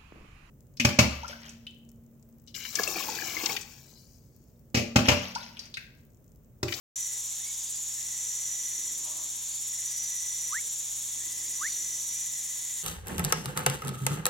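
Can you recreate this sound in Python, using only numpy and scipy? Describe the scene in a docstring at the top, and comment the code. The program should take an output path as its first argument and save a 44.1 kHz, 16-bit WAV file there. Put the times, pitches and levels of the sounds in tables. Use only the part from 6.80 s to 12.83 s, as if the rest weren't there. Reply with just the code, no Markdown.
"""Frog and insects in night grass

A frog, a little right of centre in stereo, gives two short rising whistles: swept sines notched by the ground.
Crickets trill in phrases and chirp as tone bursts; a bush cricket buzzes as a comb of overtones.
Two katydids rasp as gated noise; far frogs, a hoarse call and soft hoots are resonances driven by noise.
Behind them lie far crickets, a traffic murmur, mains hum and the hiss of the night."""
import sys
import numpy as np
from scipy import signal
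from scipy.fft import rfft, irfft, next_fast_len
from scipy.io import wavfile

SR = 44100
rng = np.random.default_rng(int(sys.argv[2]) if len(sys.argv) > 2 else 0)


def bounce(signal):
    """Save signal as a 16-bit WAV file at the path given by the first command-line argument."""
    frames = np.transpose(np.atleast_2d(signal))
    limited = np.clip(frames, -1, 1)
    pcm = np.round(limited * 32767).astype(np.int16)
    wavfile.write(sys.argv[1], SR, pcm)


def attenuation_scalar(level_db):
    """Turn a level in dB into a linear amplitude multiplier (20 dB per decade)."""
    decades = np.asarray(level_db, float) / 20
    return 10 ** decades


N = 265923
PADDED = next_fast_len(N)  # length of the long transforms


def evened(x):
    """Normalisation: scales to rms 1."""
    return x / np.sqrt(np.mean(x ** 2) + 1e-20)


def curve(rows):
    """Linear interpolation: the columns after t, read at every sample."""
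    s, *columns = np.transpose(rows)
    return [np.interp(np.arange(N) / SR, s, c) for c in columns]


def sine(hz):
    """Frequency modulation: phase is the running sum of frequency; peak 1."""
    return np.sin(2 * np.pi * np.cumsum(hz) / SR)


def wander(top_hz, count=24):
    """Slow fluctuation: a sum of sines of random phase, up to top_hz, rms 1."""
    t = np.arange(0, N + 256, 256) / SR
    rates = np.geomspace(top_hz / 20, top_hz, count)
    slow = sum(np.sin(2 * np.pi * (f * t + rng.random())) / np.sqrt(f) for f in rates)
    return np.interp(np.arange(N) / SR, t, evened(slow))


def resonate(x, hz, width):
    """Resonance: a double pole; for a moving one, hz is shifted to zero, smoothed twice and shifted back."""
    r = np.exp(-np.pi * width / SR)
    if np.isscalar(hz):
        pole = r * np.exp(2j * np.pi * hz / SR)
        return 2 * signal.lfilter([(1 - r) ** 2], [1, -2 * pole, pole * pole], x).real
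    turn = np.exp(2j * np.pi * np.cumsum(hz) / SR)
    smooth = signal.lfilter([(1 - r) ** 2], [1, -2 * r, r * r], x * turn.conj())
    return 2 * (turn * smooth).real


def pair(same):
    """Interchannel coherence: two channels of noise with the correlation given."""
    a, b = rng.standard_normal((2, N))
    same = np.clip(same, -1, 1)
    return np.array([a, same * a + np.sqrt(1 - same ** 2) * b])


def coloured(x, points, lag=0.):
    """Spectral filtering: multiplies by the curve of points; the right channel arrives lag ms later."""
    hz = np.fft.rfftfreq(PADDED, 1 / SR)
    f, db = np.transpose(points)
    gain = attenuation_scalar(np.interp(np.log(hz + 1), np.log(f), db, left=-90, right=-90))
    late = np.exp(-2j * np.pi * hz * np.array([[0], [lag / 1000]]))
    return irfft(rfft(x, PADDED) * gain * late, PADDED)[:, :N]


def scatter(x, t60, same):
    """Multiple scattering by leaves and ground: convolution with a dying noise tail, left energy 1."""
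    t = np.arange(round(SR * .4)) / SR
    tail = pair(same)[:, :len(t)] * attenuation_scalar(-60 * t / t60) * (t > .004)
    return signal.fftconvolve(x[None], tail / np.linalg.norm(tail[0]), axes=1)[:, :N]


def bouts(rows, rise_db_per_s, drift_db_per_s, fall_db_per_s, rest_db):
    """Exponential envelope: gain climbs to each row's level, drifts while it lasts and falls to rest."""
    t, db = np.arange(0, N + 64, 64) / SR, rest_db
    for start, stop, top_db in rows:
        rise = rise_db_per_s * np.minimum(t - start, 0)
        drift = drift_db_per_s * (np.clip(t, start, stop) - start)
        fall = fall_db_per_s * np.maximum(t - stop, 0)
        db = np.maximum(db, top_db + rise + drift - fall)
    return np.interp(np.arange(N) / SR, t, attenuation_scalar(db))


def between(start, stop, edge_s):
    """Gating: 0 outside the span, 1 inside, with linear edges centred on its ends."""
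    t = np.arange(N) / SR
    return np.clip(np.minimum(t - start, stop - t) / edge_s + .5, 0, 1)


# the frog's whistles, levels ahead of panning and notches: start t/s, top level/dB
WHISTLES = [(3.698, -32), (4.787, -32)]
# the sweep of every whistle: t/s after its start, f/Hz, level/dB re top
WHISTLE_SWEEP = [(0, 950, -28), (.019, 1050, -23), (.03, 1150, -4.5), (.04, 1325, -3.5), (.047, 1515, -4),
                 (.057, 1665, -3.5), (.07, 1835, 0), (.088, 2110, -3), (.096, 2280, -18), (.106, 2400, -25)]
# notches where the ground reflection cancels the frog: f/Hz, width/Hz,
# share of the band subtracted left, right (1 cancels, more inverts)
GROUND_NOTCHES = [(1400, 70, 1.25, 1.25), (2010, 90, .8, .5)]


def frog():
    """Interference: a rising sine notched by its ground reflection, with one late echo and a faint tail."""
    t, voice = np.arange(N) / SR, np.zeros(N)
    for start, top_db in WHISTLES:
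        hz, db = curve(np.add(WHISTLE_SWEEP, (start, 0, top_db)))
        sounding = (t > start) & (t < start + WHISTLE_SWEEP[-1][0])
        voice += np.sqrt(2) * attenuation_scalar(db) * sounding * sine(hz * sounding)
    near = np.array([voice, np.roll(voice, 2)])  # the right channel lags by two samples
    for hz, width, left, right in GROUND_NOTCHES:
        band = signal.lfilter(*signal.iirpeak(hz, hz / width, SR), near)
        near = near - np.array([[left], [right]]) * band
    echo = attenuation_scalar(-30) * np.roll(voice, round(.05 * SR))
    return near * attenuation_scalar([[-1.8], [1.6]]) + echo + attenuation_scalar(-21) * scatter(voice, 0.55, 0.47)


# phrases of the trilling cricket, levels ahead of the direct and scattered mix:
# start t/s, full pitch t/s, stop t/s, level/dB
TRILL_PHRASES = [(-.75, -.4, .27, -37), (1.06, 1.41, 2.095, -38.5), (2.772, 3.08, 3.77, -37.5),
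                 (4.516, 4.8, 5.455, -38.5)]
TRILL_RATE = 49.3  # pulses per second
TRILL_LOW_HZ, TRILL_TOP_HZ, SLIDE_BEND = 5430, 5905, 1.15  # slide of the mean pitch; exponent of its curve
SWELL_DB = -8.5  # at the start of a phrase, re its full level
AFTER_HZ, AFTER_DB, AFTER_DB_PER_S = 5852, -5.5, -18  # lingering shimmer: pitch, level re phrase, decay


def trill():
    """Stridulation: each wing stroke is a tone burst falling in pitch; scattering in the grass smears it."""
    t, (hz, gain, beat, after) = np.arange(N) / SR, np.zeros((4, N))
    for start, full, stop, db in TRILL_PHRASES:
        on = t >= start
        slide = np.clip((t - start) / (full - start), 0, 1) ** SLIDE_BEND
        hz[on] = (TRILL_LOW_HZ + (TRILL_TOP_HZ - TRILL_LOW_HZ) * slide)[on]
        beat[on] = TRILL_RATE * (t[on] - start)
        gain += attenuation_scalar(db + SWELL_DB * (1 - slide)) * between(start, stop, 0.011)
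        decay_db = AFTER_DB_PER_S * np.maximum(t - stop, 0)
        after += attenuation_scalar(db + AFTER_DB + decay_db) * between(full, stop + 2, 0.25)
    stroke = np.clip((beat + .04 * wander(6)) % 1 / 0.74, 0, 1)  # the burst fills 0.74 of each period
    gate = np.sin(np.pi * stroke ** 0.55) ** 2
    rough = evened(resonate(rng.standard_normal(N), hz, 520)) * gate
    fall_hz = 460 * (.5 - stroke) * (stroke < 1)
    clean = sine(hz + fall_hz + 20 * wander(30)) * gate
    song = gain * evened(.75 * evened(clean) + .33 * evened(rough))
    shimmer = after * evened(resonate(pair(0.76), AFTER_HZ, 210))
    return .75 * song * attenuation_scalar([[-.5], [.5]]) + .4 * scatter(song, .15, .6) + shimmer


def overtones(rate, orders, fade_db, turn):
    """Fourier series: regular wing strokes are a comb; moving air lets each line fade and shift alone."""
    angle, out = 2 * np.pi * np.cumsum(rate) / SR, np.zeros((2, N))
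    for k, db in orders:
        drift = 1.0 * wander(14, count=8) + rng.normal(0, 0.91)
        sides = np.array([[turn], [-turn]]) * rng.uniform(0.48, 1.53)  # phase left, right [rad]
        line_gain = attenuation_scalar(db + fade_db * wander(20, count=8)) * np.sqrt(2)
        out += line_gain * np.cos(round(k) * angle + drift + sides)
    return out


# the bush cricket's buzz: t/s, mean f/Hz of overtone 45 of the wing rate, rms level/dB
BUZZ = [(.15, 7033, -41), (3.0, 7031, -41), (6.05, 7028, -40.5)]
# its overtones: multiple of the wing rate, relative level/dB
BUZZ_ORDERS = [(36, -13), (37, -20), (38, -9), (39, -14), (40, -15), (41, -13), (42, -7), (43, -5), (44, 0),
               (45, 0), (46, -6), (47, -9), (48, -10), (49, -14), (50, -14), (51, -18)]


def bush_cricket():
    """Harmonic comb: a nearly steady wing rate yields high overtones only."""
    hz, db = curve(BUZZ)
    rate = (hz + 4 * wander(4)) / 45
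    return attenuation_scalar(db) * evened(overtones(rate, BUZZ_ORDERS, 1.8, .35))


# thin tones of other singers, ahead of their waver and fading: f/Hz, rms level/dB
THIN_TONES = [(6640, -62), (6805, -58), (7120, -65), (7291, -58), (7432, -55), (7596, -59), (7905, -71)]
THIN_WAVER = 6.63  # rms waver of pitch [Hz]


def thin_tones():
    """Random modulation: sines that waver in pitch and level, out of phase between the channels."""
    out = np.zeros((2, N))
    for hz, db in THIN_TONES:
        angle = 2 * np.pi * np.cumsum(hz + THIN_WAVER * wander(10, count=8)) / SR
        gain = attenuation_scalar(db + 5.9 * wander(11, count=8)) * np.sqrt(2)
        out += gain * np.cos(angle + np.array([[.5], [-.5]]))
    return out


# tempo of the katydid at the side, a stroke at every whole number: t/s, strokes so far
SIDE_TEMPO = [(0, .71), (.8, 13.36), (1.05, 17.39), (2.05, 33.84), (2.8, 45.71), (3.3, 53.98),
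              (4.05, 65.86), (4.55, 73.42), (4.8, 77.34), (5.05, 81.45), (6.05, 97.17)]
# tempo of the katydid in front: t/s, strokes so far
FRONT_TEMPO = [(0, .47), (1.55, 26.9), (2.3, 39.98), (2.8, 47.56), (4.15, 70.7), (6.05, 102.9)]
# spectrum of the one at the side: f/Hz, relative level/dB
SIDE_RASP = [(6500, -31), (7600, 2.5), (8600, 0.5), (9400, -7.5), (10700, -6.5), (12000, -7.5),
             (13500, -14), (15000, -23), (16000, -43)]
# spectrum of the one in front: f/Hz, relative level/dB
FRONT_RASP = [(6500, -28), (7500, 3), (8900, -1), (10000, -5.5), (11000, -11.5), (12500, -14),
              (15000, -11.5), (16000, -30)]
# spectrum of the far katydids: f/Hz, relative level/dB
FAR_RASP = [(6500, -35), (7600, -15), (8600, 2.5), (9400, 0), (10700, -5), (12000, -8.5), (13500, -8.5),
            (15000, -22), (16000, -10.5)]
# the far katydids, ahead of the common 2 dB lift: t/s, rms level/dB
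RASP_BED = [(.15, -43), (.6, -47), (3.0, -44.5), (6.05, -43.5)]


def strokes(tempo):
    """Amplitude modulation: power of a rasp, a Gaussian pulse of varying size at each whole number."""
    count = curve(tempo)[0]
    nearest = np.round(count)
    size = attenuation_scalar(1.2 * rng.standard_normal(200))[nearest.astype(int)]
    offset_s = (count - nearest) / np.gradient(count) / SR
    return size * np.exp(-(offset_s / 0.0097) ** 2)


def katydids():
    """File and scraper: each stroke gates fine broadband clicks over the steady rasp of those far away."""
    side, blur = strokes(SIDE_TEMPO), between(1, 1.94, .15)  # span in which the strokes run together
    side = (1 - blur) * side + blur * side.mean()
    front = strokes(FRONT_TEMPO) * (1 - between(2.33, 2.81, 0.072))  # the one in front rests
    teeth = attenuation_scalar(2.8 * rng.standard_normal((2, N // 20 + 1))).repeat(20, axis=1)[:, :N]
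    side_noise = evened(coloured(pair(0.87) * teeth[0], SIDE_RASP, lag=-0.061))
    front_noise = evened(coloured(pair(0.44) * teeth[1], FRONT_RASP))
    aside = attenuation_scalar(-40) * side_noise * np.sqrt(side)
    ahead = attenuation_scalar(-42.5) * front_noise * np.sqrt(front)
    bed = evened(coloured(pair(0.46), FAR_RASP, lag=-0.065)) * attenuation_scalar(curve(RASP_BED)[0])
    return attenuation_scalar(2.0) * (aside * attenuation_scalar([[-.6], [.6]]) + ahead + bed)


# bouts of chirps, levels ahead of a 5 dB cut, panning and chance: first t/s, last t/s, level/dB
CHIRP_BOUTS = [(.653, .941, -44), (3.089, 3.233, -45), (4.508, 4.797, -47)]
CHIRP_GAP_S, CHIRP_HZ = .072, 4875  # spacing; the pitch a chirp approaches


def chirps():
    """Onset transient: short tones start flat and rise exponentially to pitch."""
    t, out = np.arange(round(.039 * SR)) / SR, np.zeros((2, N))
    tone = sine(CHIRP_HZ - 130 * np.exp(-t / .012)) * signal.windows.tukey(len(t), .35)
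    pan_db = np.array([[-1.5], [1.5]])
    for first, last, db in CHIRP_BOUTS:
        for s in np.linspace(first, last, round((last - first) / CHIRP_GAP_S) + 1):
            out[:, round(s * SR):][:, :len(t)] += attenuation_scalar(db - 5.0 + 1.1 * rng.normal() + pan_db) * tone
    return out + 0.11 * scatter(out.mean(0), 0.085, 0.36)


# the same kind of frog further off, levels ahead of the direct and scattered mix:
# t/s, length/s, first f/Hz, highest f/Hz, level/dB
FAR_WHISTLES = [(.585, .14, 1700, 2240, -55.5), (4.62, .12, 1900, 2450, -60), (5.3, .16, 2150, 2450, -59)]
FAR_ARCH = .74  # share of a half turn that a far whistle's pitch runs through


def far_whistles():
    """Diffuse propagation: arched whistles blurred by scattering almost as strong as the direct sound."""
    t, voice = np.arange(N) / SR, np.zeros(N)
    for s, length, first_hz, top_hz, db in FAR_WHISTLES:
        u = np.clip((t - s) / length, 0, 1)
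        hz = first_hz + (top_hz - first_hz) * np.sin(np.pi * FAR_ARCH * u)
        voice += attenuation_scalar(db) * np.sqrt(np.abs(np.sin(np.pi * u))) * (u < 1) * sine(hz)
    return 0.85 * voice + 0.79 * scatter(voice, 0.19, 0.89)


# bouts of the far chorus: full from t/s, until t/s, level/dB at the start
CHORUS = [(.1, .35, -59), (1.2, 2.12, -59.5), (2.95, 3.75, -58.5), (4.41, 5.15, -58), (5.3, 6.1, -59)]
# resonances of its throats: f/Hz, width/Hz, relative level/dB
CHORUS_THROAT = [(1985, 150, 0), (1860, 170, -5), (2300, 300, -10)]
CROAKS_PER_S, CROAK_DEPTH = 23, .25  # mean rate and depth of the throb
LEAD_HZ, LEAD_SHARE = 2000, .85  # one clearer voice: mean pitch, rms re the rest


def frog_chorus():
    """Source and filter: random croak pulses and noise ring in throats, and the whole throbs."""
    t = np.arange(N) / SR
    pulses = (rng.random(N) < 300 / SR) * rng.standard_normal(N)
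    drive = 0.46 * evened(scatter(pulses, 0.17, 0.98)) + .5 * pair(0.63)
    chorus = sum(attenuation_scalar(db) * resonate(drive, hz, width) for hz, width, db in CHORUS_THROAT)
    lead = np.sqrt(2) * sine(LEAD_HZ + 28 * wander(40))
    throb = 1 + CROAK_DEPTH * np.sin(2 * np.pi * (CROAKS_PER_S * t + 0.33 * wander(4)))
    chorus = (evened(chorus) + LEAD_SHARE * lead) * throb
    return bouts(CHORUS, 100, 1.4, 170, -76) * evened(chorus)


# the hoarse far call: full from t/s, until t/s, level/dB at the start
HOARSE = [(2.27, 2.45, -54)]
# resonances of its throat: f/Hz, width/Hz, relative level/dB
HOARSE_THROAT = [(622.6, 30, 2.5), (753, 60, 0), (970, 170, 3), (1128, 130, 3)]


def hoarse_call():
    """Source and filter: noise through the resonances of a rough throat."""
    drive = pair(0.44)
    throat = sum(attenuation_scalar(db) * resonate(drive, hz, width) for hz, width, db in HOARSE_THROAT)
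    return bouts(HOARSE, 260, -31, 200, -110) * evened(throat)


# faint low hoots and brief hissy swells: t/s, length/s, f/Hz, width/Hz, rms level/dB at the crest
HOOTS = [(.2, 0.33, 476, 25, -73), (1.37, 0.33, 475, 27, -73), (3.602, 0.38, 474, 24, -72),
         (2.66, 0.16, 4500, 730, -53.5), (4.82, 0.16, 4400, 1300, -49.5)]


def hoots_and_swells():
    """Narrowband noise: resonated noise under a half-sine envelope."""
    t, out = np.arange(N) / SR, np.zeros(N)
    for s, length, hz, width, db in HOOTS:
        swell = np.sin(np.pi * np.clip((t - s) / length, 0, 1))
        out += attenuation_scalar(db) * swell * evened(resonate(rng.standard_normal(N), hz, width))
    return out


# the many far crickets that blur into bands, ahead of a slow shimmer: f/Hz, width/Hz, rms level/dB
FAR_CRICKETS = [(3580, 750, -55), (5475, 55, -57), (5600, 80, -54), (5890, 290, -50.5), (6320, 410, -47.5),
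                (6790, 650, -42.5), (7227, 830, -42), (1031, 133, -70.5), (801, 86, -74)]


def far_crickets():
    """Incoherent summation: many singers merge into bands of noise that shimmer slowly."""
    out = np.zeros((2, N))
    for hz, width, db in FAR_CRICKETS:
        shimmer_db = .7 * wander(12)
        out += attenuation_scalar(db + shimmer_db) * evened(resonate(pair(0.75), hz, width))
    return out


# swells of the traffic murmur: full from t/s, until t/s, level/dB at the start
RUMBLE = [(2.0, 2.45, -62.5), (4.45, 5.19, -63)]


def traffic_murmur():
    """Band-limited noise: one broad low resonance that swells and sinks."""
    return bouts(RUMBLE, 70, -4.5, 35, -72.5) * evened(resonate(pair(0.32), 315, 224))


# mains hum, ahead of its waver: f/Hz, rms level/dB
HUM = [(57.5, -72), (118.6, -65), (242.2, -77.5)]


def mains_hum():
    """Additive synthesis: low sines wavering a little in pitch and level."""
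    out = np.zeros(N)
    for hz, db in HUM:
        out += attenuation_scalar(db + 0.99 * wander(5)) * np.sqrt(2) * sine(hz + 2.0 * wander(6))
    return out


# coherence of the hiss: f/Hz, left-right correlation (negative is opposed)
HISS_LIKENESS = [(60, 0.81), (92, 0.81), (140, 0.56), (210, 0.49), (330, -0.78), (500, -0.57), (770, -0.78),
                 (1170, -0.37), (1790, -0.12), (2740, 0.83), (4190, 0.85), (6410, 1), (9810, -0.25),
                 (15000, 0.4)]
# spectrum of the hiss: f/Hz, relative level/dB per Hz
HISS_SPECTRUM = [(15, -46), (25, -15), (50, -9), (74, -9.5), (119, -13.5), (169, -11.5), (242, -12),
                 (296, -15), (688, -10), (1370, -14), (1960, -9), (2800, -10.5), (3650, -3.5), (4950, -7),
                 (5150, -10), (6000, -35)]


def night_hiss():
    """Frequency-dependent coherence: shaped noise whose channels agree more or less with pitch."""
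    f, same = np.transpose(HISS_LIKENESS)
    log_hz = np.log(np.fft.rfftfreq(PADDED, 1 / SR) + 1)
    same = np.clip(np.interp(log_hz, np.log(f), same), -1, 1)
    a, b = rfft(rng.standard_normal((2, PADDED)))
    noise = irfft(np.array([a, same * a + np.sqrt(1 - same ** 2) * b]), PADDED)
    return attenuation_scalar(-51) * evened(coloured(noise, HISS_SPECTRUM))


def scene():
    """Superposition: all sources add; cricket wings radiate little below their lowest note."""
    radiation = signal.butter(8, 5290, "high", fs=SR, output="sos")
    wings = signal.sosfilt(radiation, trill() + bush_cricket() + thin_tones())
    singers = frog() + wings + katydids() + chirps() + far_whistles() + frog_chorus()
    distance = hoarse_call() + hoots_and_swells() + far_crickets()
    return singers + distance + traffic_murmur() + mains_hum() + night_hiss()


def top_cut(x):
    """Nothing passes above the cut-off."""
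    return signal.sosfilt(signal.butter(12, 16430, fs=SR, output="sos"), x)


def record(dry):
    """Onset ramp: silence until 0.1575 s, then a linear fade-in of 1 ms."""
    fade = np.clip((np.arange(N) / SR - .1575) / .001, 0, 1)
    return top_cut(dry * fade)


dry = scene()
out = record(dry)
bounce(out)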